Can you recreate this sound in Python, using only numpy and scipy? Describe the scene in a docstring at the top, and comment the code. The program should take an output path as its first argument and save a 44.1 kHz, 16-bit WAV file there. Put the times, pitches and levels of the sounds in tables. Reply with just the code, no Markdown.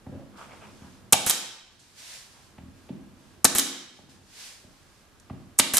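"""Pin nailer on a hollow cabinet

Workshop interior, near stereo microphones: a pneumatic pin nailer fires three pins into cabinet molding.
Each shot is shaped noise for the air and filtered blows on ringing plywood; release vents a row of puffs.
Between shots the tool lands and scrapes, and a hand slides over the wood, as swelling noise and knocks.
Behind it a fan hums as coloured noise and the room adds a diffuse tail; the gain ducks on loud sound."""
import sys
import numpy as np
from scipy import signal
from scipy.fft import rfft, irfft
from scipy.io import wavfile
from scipy.ndimage import uniform_filter1d

SR = 44100
rng = np.random.default_rng(int(sys.argv[2]) if len(sys.argv) > 2 else 0)


def int16_out(signal):
    """Quantize to a 16-bit WAV file."""
    q = np.round(np.clip(np.atleast_2d(signal).T, -1, 1) * 32767)
    wavfile.write(sys.argv[1], SR, q.astype(np.int16))


N = 255320  # samples

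# Fan hum, a spectrum of relative level: [f/Hz, level/dB per Hz]
HUM_SPECTRUM = [(15, -37), (25, -6), (87, -6), (175, -11), (212, -10.5), (363, -12.5), (516, -15.5),
                (887, -17.5), (1040, -16.5), (1160, -16.5), (1890, -21.5), (4740, -26), (16000, -35.5)]
HUM_DB = -58.5
FAN_TONE_HZ, FAN_TONE_DB = 1630, -76.5

# Room decay: [f/Hz, t60/s]
ROOM_T60 = [(100, 1), (260, 0.6), (700, 0.7), (1840, 0.81), (4850, 0.71), (12800, 0.38)]
# Room tail, relative spectrum: [f/Hz, level/dB]
ROOM_COLOUR = [(60, -3.5), (300, 13.5), (1000, 5), (3500, 9.5), (8000, 3), (15000, -3)]
ROOM_DB, ROOM_FADE_IN_S = -5.5, 0.0023

# Stereo width of diffuse sound: [f/Hz, side minus mid level/dB]
FAR_SIDE = [(60, -18.5), (110, 2), (200, -13), (380, -7.5), (700, -6), (1290, -5), (2380, -2.5), (4400, -3),
            (8120, 0), (15000, 0)]
NEAR_SIDE_DB, RUMBLE_SIDE_DB = -6.5, -6
LEFT_DB = -0.6  # the right gets the opposite

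# Skin on wood, relative spectrum: [f/Hz, level/dB per Hz]
SKIN_SPECTRUM = [(880, -47), (1500, -12.5), (2230, -11), (4920, -8.5), (9010, -14), (13100, -23),
                 (14300, -21.5), (16000, -64.5)]
# Scraping on wood, relative spectrum: [f/Hz, level/dB per Hz]
SCRAPE_SPECTRUM = [(260, -45.5), (450, -4.5), (902, -0.5), (991, -1), (1580, -6), (1840, -12.5),
                   (3500, -15.5), (4550, -56.5), (7700, -120)]
# Hand and sleeve slide over the wood: [t/s, level/dB, rise/s, hold/s]
SLIDES = [(.1, -74, .05, .06), (.35, -56, 0.025, .06), (.48, -60.5, 0.047, .42), (1.7, -62, 0.024, .04),
          (1.79, -56, 0.011, .11), (1.93, -44, .06, 0.089), (2.0, -42, 0.11, 0.046),
          (2.3, -59.5, 0.019, .13), (2.7, -65.5, 0.068, .1), (3.1, -65, 0.11, .12), (3.9, -56.5, .06, .03),
          (4.08, -52.5, 0.017, .012), (4.25, -41.5, 0.15, .07), (4.68, -64.5, 0.032, .3),
          (5.2, -73, 0.024, .3)]
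SLIDE_RISE_DB, SLIDE_FALL_DB_PER_S, SLIDE_BODY_DB = 19, 93.5, -16
# The tool's nose scrapes: [t/s, level/dB, rise/s, hold/s, chatter f/Hz, chatter level/dB]
SCRAPES = [(0.113, -72, 0.014, 0.065, 573, -48), (.36, -48, .035, 0.032, 1250, -51),
           (.49, -52, .025, 0.012, 2200, -56.5), (0.607, -51.5, .018, 0.011, 2490, -57.5),
           (.8, -58, .026, .04, 1200, -66), (2.32, -64, .03, .02, 900, -76),
           (4.09, -70.5, .03, 0.014, 1700, -66.5)]
SCRAPE_RISE_DB, SCRAPE_FALL_DB_PER_S = 13, 139
CHATTER_PER_S, CHATTER_CYCLES = 900, 19.5  # mean slip rate; cycles in a ring's t60
# Tool and hand press on the cabinet, one list per stretch between shots: [t/s, level/dB]
PRESSING = [
    [(0.0, -62), (0.136, -51), (0.25, -56), (0.752, -53.5), (0.906, -60.5), (1.1, -54)],
    [(1.72, -61.5), (2.056, -68.5), (2.354, -69), (2.638, -59), (2.766, -58.5), (2.842, -58), (3.42, -58.5)],
    [(3.9, -58), (4.192, -56), (4.382, -64.5), (5.052, -70.5), (5.374, -58.5), (5.494, -63), (5.57, -64.5)],
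]
PRESSING_SCRAPE_DB, FRICTION_BAND_HZ = -12, (75, 460)

# Plywood cabinet modes: [f/Hz, level/dB, t60/s]
CABINET = [(44.77, -9.5, 0.16), (88.2, -6.5, 0.2), (141, -8.5, 0.15), (202.1, -5, 0.098),
           (261, -3.5, 0.064), (341.4, -5, 0.057), (484, -6.5, 0.044), (574, -7, 0.06), (656, -8, 0.052),
           (752, -5.5, 0.035), (870, -4.5, 0.038), (963, -14, 0.071), (1153, -1, 0.018),
           (1420, -7.5, 0.025), (1860, -11.5, 0.018), (2820, -12, .012)]
# The tool's mass shoves the panel, dry and short: [f/Hz, level/dB, t60/s]
THUMP = [(75, -5, 0.022), (210.4, -5, 0.014)]
# Knocks on the wood, each with fading repeats: landings of tool or hand, and a second thud
# during shot 2's venting: [t/s, click level/dB, click f/Hz, tap level/dB, tap f/Hz, thud level/dB,
# thud lag/ms, repeat gap/ms, loss per repeat/dB, thud lowest f/Hz, thud highest f/Hz]
KNOCK_SERIES = [(.066, -38, 1330, -38, 810, -31.5, -3, 27, 1.5, 77.7, 330),
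                (0.813, -57, 1520, -59, 700, -37, 0.5, 26, 4.5, 82, 284),
                (2.581, -41.5, 2180, -40, 659, -36, -2.5, 24, 1.5, 75, 240),
                (2.8895, -41, 2630, -37, 610, -26, 8.5, 22, 7.5, 138, 290.4),
                (3.582, -40, 2300, -51, 600, -18, 1, 30, 6, 250, 432),
                (3.986, -59, 1980, -40, 680, -38.5, 2.5, 45, 4.5, 99, 430),
                (4.637, -58.5, 2020, -49, 534, -44.5, 4.5, 33, 4.5, 70, 322),
                (5.298, -39.5, 2166, -33.5, 900, -27.5, 3.5, 30, 7.5, 72.1, 276)]
TAP_SPREAD, REPEAT_JITTER = 1.4, .12  # factor down and up; multiplies half a normal draw
CLICK_T60_MS, CLICK_RING_DB, CLICK_RING_T60_S = 42, -7, 0.0062

# Shots: [t/s, level/dB, valve opening/ms, driver stroke/ms, driver clack f/Hz, blow delay/ms,
# blow level/dB, recoil level/dB, rebound level/dB, rebound f/Hz, trigger held/s, piston return level/dB]
SHOTS = [(1.1238, 1.5, 1.7, 5.9, 3400, 0.54, -18.5, -16.5, -5, 780, .1391, -22),
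         (3.444, 1, 1.2, 7.3, 4830, 0.35, -16.5, -13.5, -20.5, 460, .1055, -21.5),
         (5.5860, 0, 4, 8.5, 4050, 7.5, -22, -21, -35.5, 600, .1493, -23.5)]
# Parts of the driver's blow on the wood: [delay/ms, level/dB, lowest f/Hz, highest f/Hz]
BLOW = [(0.1, 4.5, 150, 2400), (4.499, -3, 400.6, 1708)]
REBOUND_MS, REBOUND_SPREAD = 12, 1.3  # delay after the blow; factor down and up
RETURN_MS, RETURN_BAND_HZ, RETURN_THUMP_DB = 1.58, (184, 790), 9

# Air puffs along the driver's stroke: [t/share of stroke, level/dB, rise/ms, t60/ms, nominal f/Hz]
STROKE = [(.58, 2.5, 1.6, 25, 8300), (0.6, -3, 1.5, 50, 1720)]
# Puffs of the venting valve after release: [delay/ms, level/dB, rise/ms, t60/ms, nominal f/Hz]
VENT = [(0.0927, -4, 0.94, 20.4, 10300), (4.484, -5.5, 2.4, 120, 25000), (7.014, -12.5, 1.5, 280, 8600),
        (2.95, -2, 1.04, 19, 1480), (33.2, 11, 2.1, 12, 9500), (40.12, 4.9, 0.89, 18.5, 19000),
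        (44.7, 4.5, 2.12, 18.6, 6270), (43.5, -10, 3.6, 62, 1560)]
# Faint high ticks of the tool: [t/s, level/dB, t60/ms, nominal f/Hz]
TICKS = [(1.7933, -45, 180, 6000), (5.1988, -43, 22, 6900), (5.582, -32, 41, 7930)]
TICK_RISE_MS = .4
# The tool's metal rings after a puff: [f/Hz, level/dB, t60/s]
METAL = [(3110, -24.5, .017), (3890, -23, .017)]
OPENING_DB, OPENING_T60_MS, OPENING_HZ, OPENING_SHOULDER = 1, 49, 9720, 0.27
CLACK_DB, CLACK_RISE_MS, CLACK_T60_MS = 2.26, 0.22, 18
NOZZLE_HZ, NOZZLE_DB, NOZZLE_T60_S = 9100, -21, 0.0024
AIR_LOW_HZ = 600

# Microphone and recorder; the fall of the held excess is scaled by the squeeze
MIC_HZ, CUTOFF_HZ = 13200, 16200
KNEE_DB, EXCESS_FALL_DB_PER_S, SQUEEZE = -28, 19, 0.39


def amp(db):
    """Decibels to gain."""
    return 10 ** (np.asarray(db) / 20)


def rms_one(x):
    """Scale to rms 1."""
    return x / np.sqrt(np.mean(x ** 2) + 1e-20)


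def at_hz(points, hz):
    """Read a (Hz, value) table on a log frequency axis."""
    table_hz, values = np.transpose(points)
    return np.interp(np.log(hz), np.log(table_hz), values)


def band_pass(x, low_hz, high_hz):
    """Keep the sound between two frequencies."""
    return signal.sosfilt(signal.butter(2, [low_hz, high_hz], "band", fs=SR, output="sos"), x)


def ring(x, modes):
    """Excite parallel resonances that each decay exponentially, with alternating signs."""
    out = 0
    for k, (hz, db, t60) in enumerate(modes):
        radius = amp(-60 / (max(t60, .001) * SR))
        angle = 2 * np.pi * hz / SR
        poles = [1, -2 * radius * np.cos(angle), radius * radius]
        mode = signal.lfilter([0, np.sin(angle)], poles, x + 1e-18)
        out = out + (-1) ** k * amp(db) * mode
    return out


def to_stereo(mid, side):
    """Mid and side to left and right."""
    return np.array([mid + side, mid - side])


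def coloured(spectrum, size=N):
    """Diffuse stereo noise of a given spectrum, at rms 1."""
    hz = np.maximum(np.fft.rfftfreq(size, 1 / SR), 10)
    mid, side = rfft(rng.standard_normal((2, size))) * amp(at_hz(spectrum, hz))
    side = side * amp(at_hz(FAR_SIDE, hz))
    return rms_one(irfft(to_stereo(mid, side), size))


def swell(rows, rise_db, fall_db_per_s):
    """Gain of strokes that rise, hold and fall in dB; overlapping ones add in power."""
    t, power = np.arange(N) / SR, 0
    for s, db, rise_s, hold_s in rows:
        rise_below = rise_db * np.maximum(1 - (t - s) / rise_s, 0)
        fall_below = fall_db_per_s * np.maximum(t - s - rise_s - hold_s, 0)
        power = power + amp(db - rise_below - fall_below) ** 2
    return np.sqrt(power)


def fan():
    """Steady broadband hum, with a faint narrow band where noise excites one resonance."""
    tone = rms_one(ring(rng.standard_normal(N), [(FAN_TONE_HZ, 0, .3)]))
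    return amp(HUM_DB) * coloured(HUM_SPECTRUM) + amp(FAN_TONE_DB) * tone


def workshop(x):
    """Reverberation: the sound is spread by diffuse noise that dies band by band."""
    size = SR + SR // 4
    t, tail = np.arange(size) / SR, 0
    noise = [coloured(ROOM_COLOUR, size), coloured(ROOM_COLOUR, size)]  # neighbouring bands are unrelated
    edges = 45 * 2 ** np.arange(0, 9, .5)
    for k, (low, high) in enumerate(zip(edges, edges[1:])):
        decay = amp(-60 * t / at_hz(ROOM_T60, np.sqrt(low * high)))
        tail = tail + band_pass(noise[k % 2], low, high) * decay
    tail = tail * np.clip(t / ROOM_FADE_IN_S, 0, 1) ** 2
    tail = tail / np.sqrt(np.sum(tail ** 2) / 2)
    return amp(ROOM_DB) * signal.fftconvolve(x[None], tail, axes=1)[:, :N]


def chatter():
    """The scraping nose sticks and slips at random, and each slip rings briefly."""
    slips = (rng.random(N) < CHATTER_PER_S / SR) * rng.standard_normal(N)
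    out = 0
    for s, _, rise_s, hold_s, hz, db in SCRAPES:
        gain = swell([(s, db, rise_s, hold_s)], SCRAPE_RISE_DB, SCRAPE_FALL_DB_PER_S)
        out = out + gain * rms_one(ring(slips, [(hz, 0, CHATTER_CYCLES / hz)]))
    return out


def handling():
    """Skin hisses on the wood, the tool scrapes and chatters, and friction rumbles in the cabinet."""
    t = np.arange(N) / SR
    pressing = 0
    for rows in PRESSING:
        pressing = pressing + amp(np.interp(t, *np.transpose(rows), left=-200, right=-200))
    pressing = uniform_filter1d(pressing, size=800)

    skin = swell(SLIDES, SLIDE_RISE_DB, SLIDE_FALL_DB_PER_S)
    scrape = swell([row[:4] for row in SCRAPES], SCRAPE_RISE_DB, SCRAPE_FALL_DB_PER_S)
    scrape = scrape + amp(SLIDE_BODY_DB) * skin + amp(PRESSING_SCRAPE_DB) * pressing
    # the scrape catches and slips: its level wavers by 1.4 dB rms
    grit = amp(1.4 * rms_one(uniform_filter1d(rng.standard_normal(N), size=150)))
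    scraping = scrape * rms_one(grit * coloured(SCRAPE_SPECTRUM))

    friction = band_pass(rng.standard_normal((2, N)), *FRICTION_BAND_HZ)
    mid, side = pressing * rms_one(ring(friction, CABINET))
    rumble = to_stereo(mid, amp(RUMBLE_SIDE_DB) * side)
    return skin * coloured(SKIN_SPECTRUM) + scraping + chatter() + rumble


def repeating_blows():
    """Each knock is a tap and a thud with four fading repeats, as (s, dB, lowest Hz, highest Hz)."""
    rows = []
    uneven = rng.standard_normal((len(KNOCK_SERIES), 5))
    for knock, chance in zip(KNOCK_SERIES, uneven):
        s, _, _, tap_db, tap_hz, thud_db, lag_ms, gap_ms, loss_db, *band = knock
        rows.append((s, tap_db, tap_hz / TAP_SPREAD, tap_hz * TAP_SPREAD))
        for k in range(5):
            thud_ms = lag_ms + k * gap_ms * (1 + REPEAT_JITTER * chance[k] / 2)
            rows.append((s + thud_ms / 1000, thud_db - k * loss_db, *band))
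    return rows


def shot_blows():
    """Driver, rebound and piston return strike the wood, as (s, dB, lowest Hz, highest Hz)."""
    rows = []
    for s, *_, blow_ms, blow_db, _, rebound_db, rebound_hz, held_s, return_db in SHOTS:
        rows += [(s + (blow_ms + ms) / 1000, blow_db + db, *band) for ms, db, *band in BLOW]
        rebound_s = s + (blow_ms + REBOUND_MS) / 1000
        rows.append((rebound_s, rebound_db, rebound_hz / REBOUND_SPREAD, rebound_hz * REBOUND_SPREAD))
        rows.append((s + held_s + RETURN_MS / 1000, return_db, *RETURN_BAND_HZ))
    return rows


def knocks():
    """Each blow is a click with a rough rattle behind it; its band picks the cabinet modes."""
    size = 3000
    force = np.zeros(N + size)
    for s, db, low_hz, high_hz in repeating_blows() + shot_blows():
        push = .04 * np.exp(-np.arange(size) / (.004 * SR)) * rng.standard_normal(size)
        push[0] = 1
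        push = band_pass(push, low_hz, max(high_hz, 1.2 * low_hz))
        start = round(s * SR)
        force[start:start + size] += amp(db) * push
    return ring(force[:N], CABINET)


def thumps():
    """Recoil and piston return each give the panel one dull shove."""
    shoves = np.zeros(N)
    for s, *_, blow_ms, _, recoil_db, _, _, held_s, return_db in SHOTS:
        shoves[round((s + blow_ms / 1000) * SR)] = amp(recoil_db)
        shoves[round((s + held_s + RETURN_MS / 1000) * SR)] = amp(return_db + RETURN_THUMP_DB)
    return ring(shoves, THUMP)


def puffs(rows, shoulder):
    """Noise bursts: a short rise, an exponential fall, a broad hump over a flat shoulder."""
    out = np.zeros((2, N + SR))
    t = np.arange(SR // 2) / SR
    high_pass = signal.butter(2, AIR_LOW_HZ, "high", fs=SR, output="sos")
    for s, db, rise_ms, t60_ms, hz in rows:
        rise = np.minimum(1000 * t / max(rise_ms, .1), 1) ** 2
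        fall = amp(-60000 * t / max(t60_ms, 2))
        burst = rfft(rise * fall * rng.standard_normal((2, len(t))))
        # jet noise is dense: its spectrum is even on a scale of 300 Hz
        power = np.abs(burst) ** 2
        flatten = np.sqrt(power.mean() / (uniform_filter1d(power, size=150) + 1e-20))
        burst = irfft(burst * flatten, len(t)) * (t < .45)
        hump = band_pass(burst, hz / 1.517, min(hz * 1.407, .45 * SR))
        mid, side = amp(db) * (hump + shoulder * signal.sosfilt(high_pass, burst))
        # the two microphone ports differ more as the pitch rises
        side = amp(NEAR_SIDE_DB) * np.diff(side, prepend=0)
        start = round(s * SR)
        out[:, start:start + len(t)] += to_stereo(mid, side)
    return out[:, :N]


def clicks():
    """The tool ticks faintly, and each series of knocks opens with a click and a short ring."""
    ticks = [(s, db, TICK_RISE_MS, t60_ms, hz) for s, db, t60_ms, hz in TICKS]
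    rings = 0
    for s, db, hz, *_ in KNOCK_SERIES:
        ticks.append((s, db, TICK_RISE_MS, CLICK_T60_MS, hz))
        impulse = np.arange(N) == round(s * SR)
        rings = rings + ring(impulse, [(hz, db + CLICK_RING_DB, CLICK_RING_T60_S)])
    return rings + puffs(ticks, shoulder=0.054)


def nailer():
    """Air bursts through the valve, driver and vent; the jet sings in the nozzle, jolts ring the metal."""
    air, openings = [], []
    for s, db, opening_ms, stroke_ms, clack_hz, *_, held_s, _ in SHOTS:
        opened = s + opening_ms / 1000
        openings.append((s, db + OPENING_DB, opening_ms, OPENING_T60_MS, OPENING_HZ))
        for share, level_db, *rest in STROKE:
            air.append((opened + share * stroke_ms / 1000, db + level_db, *rest))
        air.append((opened + stroke_ms / 1000, db + CLACK_DB, CLACK_RISE_MS, CLACK_T60_MS, clack_hz))
        for delay_ms, level_db, *rest in VENT:
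            air.append((s + held_s + delay_ms / 1000, level_db, *rest))
    jolts = np.zeros(N)
    for s, db, *_ in air:
        jolts[round(s * SR)] += amp(db) * rng.choice([-1, 1])
    jet = puffs(openings, shoulder=OPENING_SHOULDER)
    jet = jet + ring(jet, [(NOZZLE_HZ, NOZZLE_DB, NOZZLE_T60_S)])
    return jet + puffs(air, shoulder=0.37) + ring(jolts, METAL) + clicks()


def scene():
    """Fan, room, handling, cabinet and tool; only the tool and knocks feed the reverberation."""
    near = nailer() + knocks()
    total = fan() + workshop(near.mean(axis=0)) + handling() + thumps() + near
    return total * amp([[LEFT_DB], [-LEFT_DB]])


def record(dry):
    """The microphone rolls off; gain ducks on loud sound and creeps back; peaks clip; the top is cut."""
    dry = signal.sosfilt(signal.butter(4, MIC_HZ, fs=SR, output="sos"), dry)
    level_db = 10 * np.log10(uniform_filter1d(np.mean(dry ** 2, axis=0), size=441) + 1e-12)
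    excess_db = np.maximum(level_db - KNEE_DB, 0)
    # hold each peak of the excess and let it fall at a steady rate
    ramp = EXCESS_FALL_DB_PER_S * np.arange(N) / SR
    held_db = np.maximum.accumulate(excess_db + ramp) - ramp
    pole = np.exp(-1 / (0.011 * SR))  # the attack lags, so the blast passes
    gain = amp(-SQUEEZE * signal.lfilter([1 - pole], [1, -pole], held_db))
    clipped = np.clip(dry * gain, -1, 1)
    return signal.sosfilt(signal.cheby2(12, 60, CUTOFF_HZ, fs=SR, output="sos"), clipped)


dry = scene()
out = record(dry)
int16_out(out)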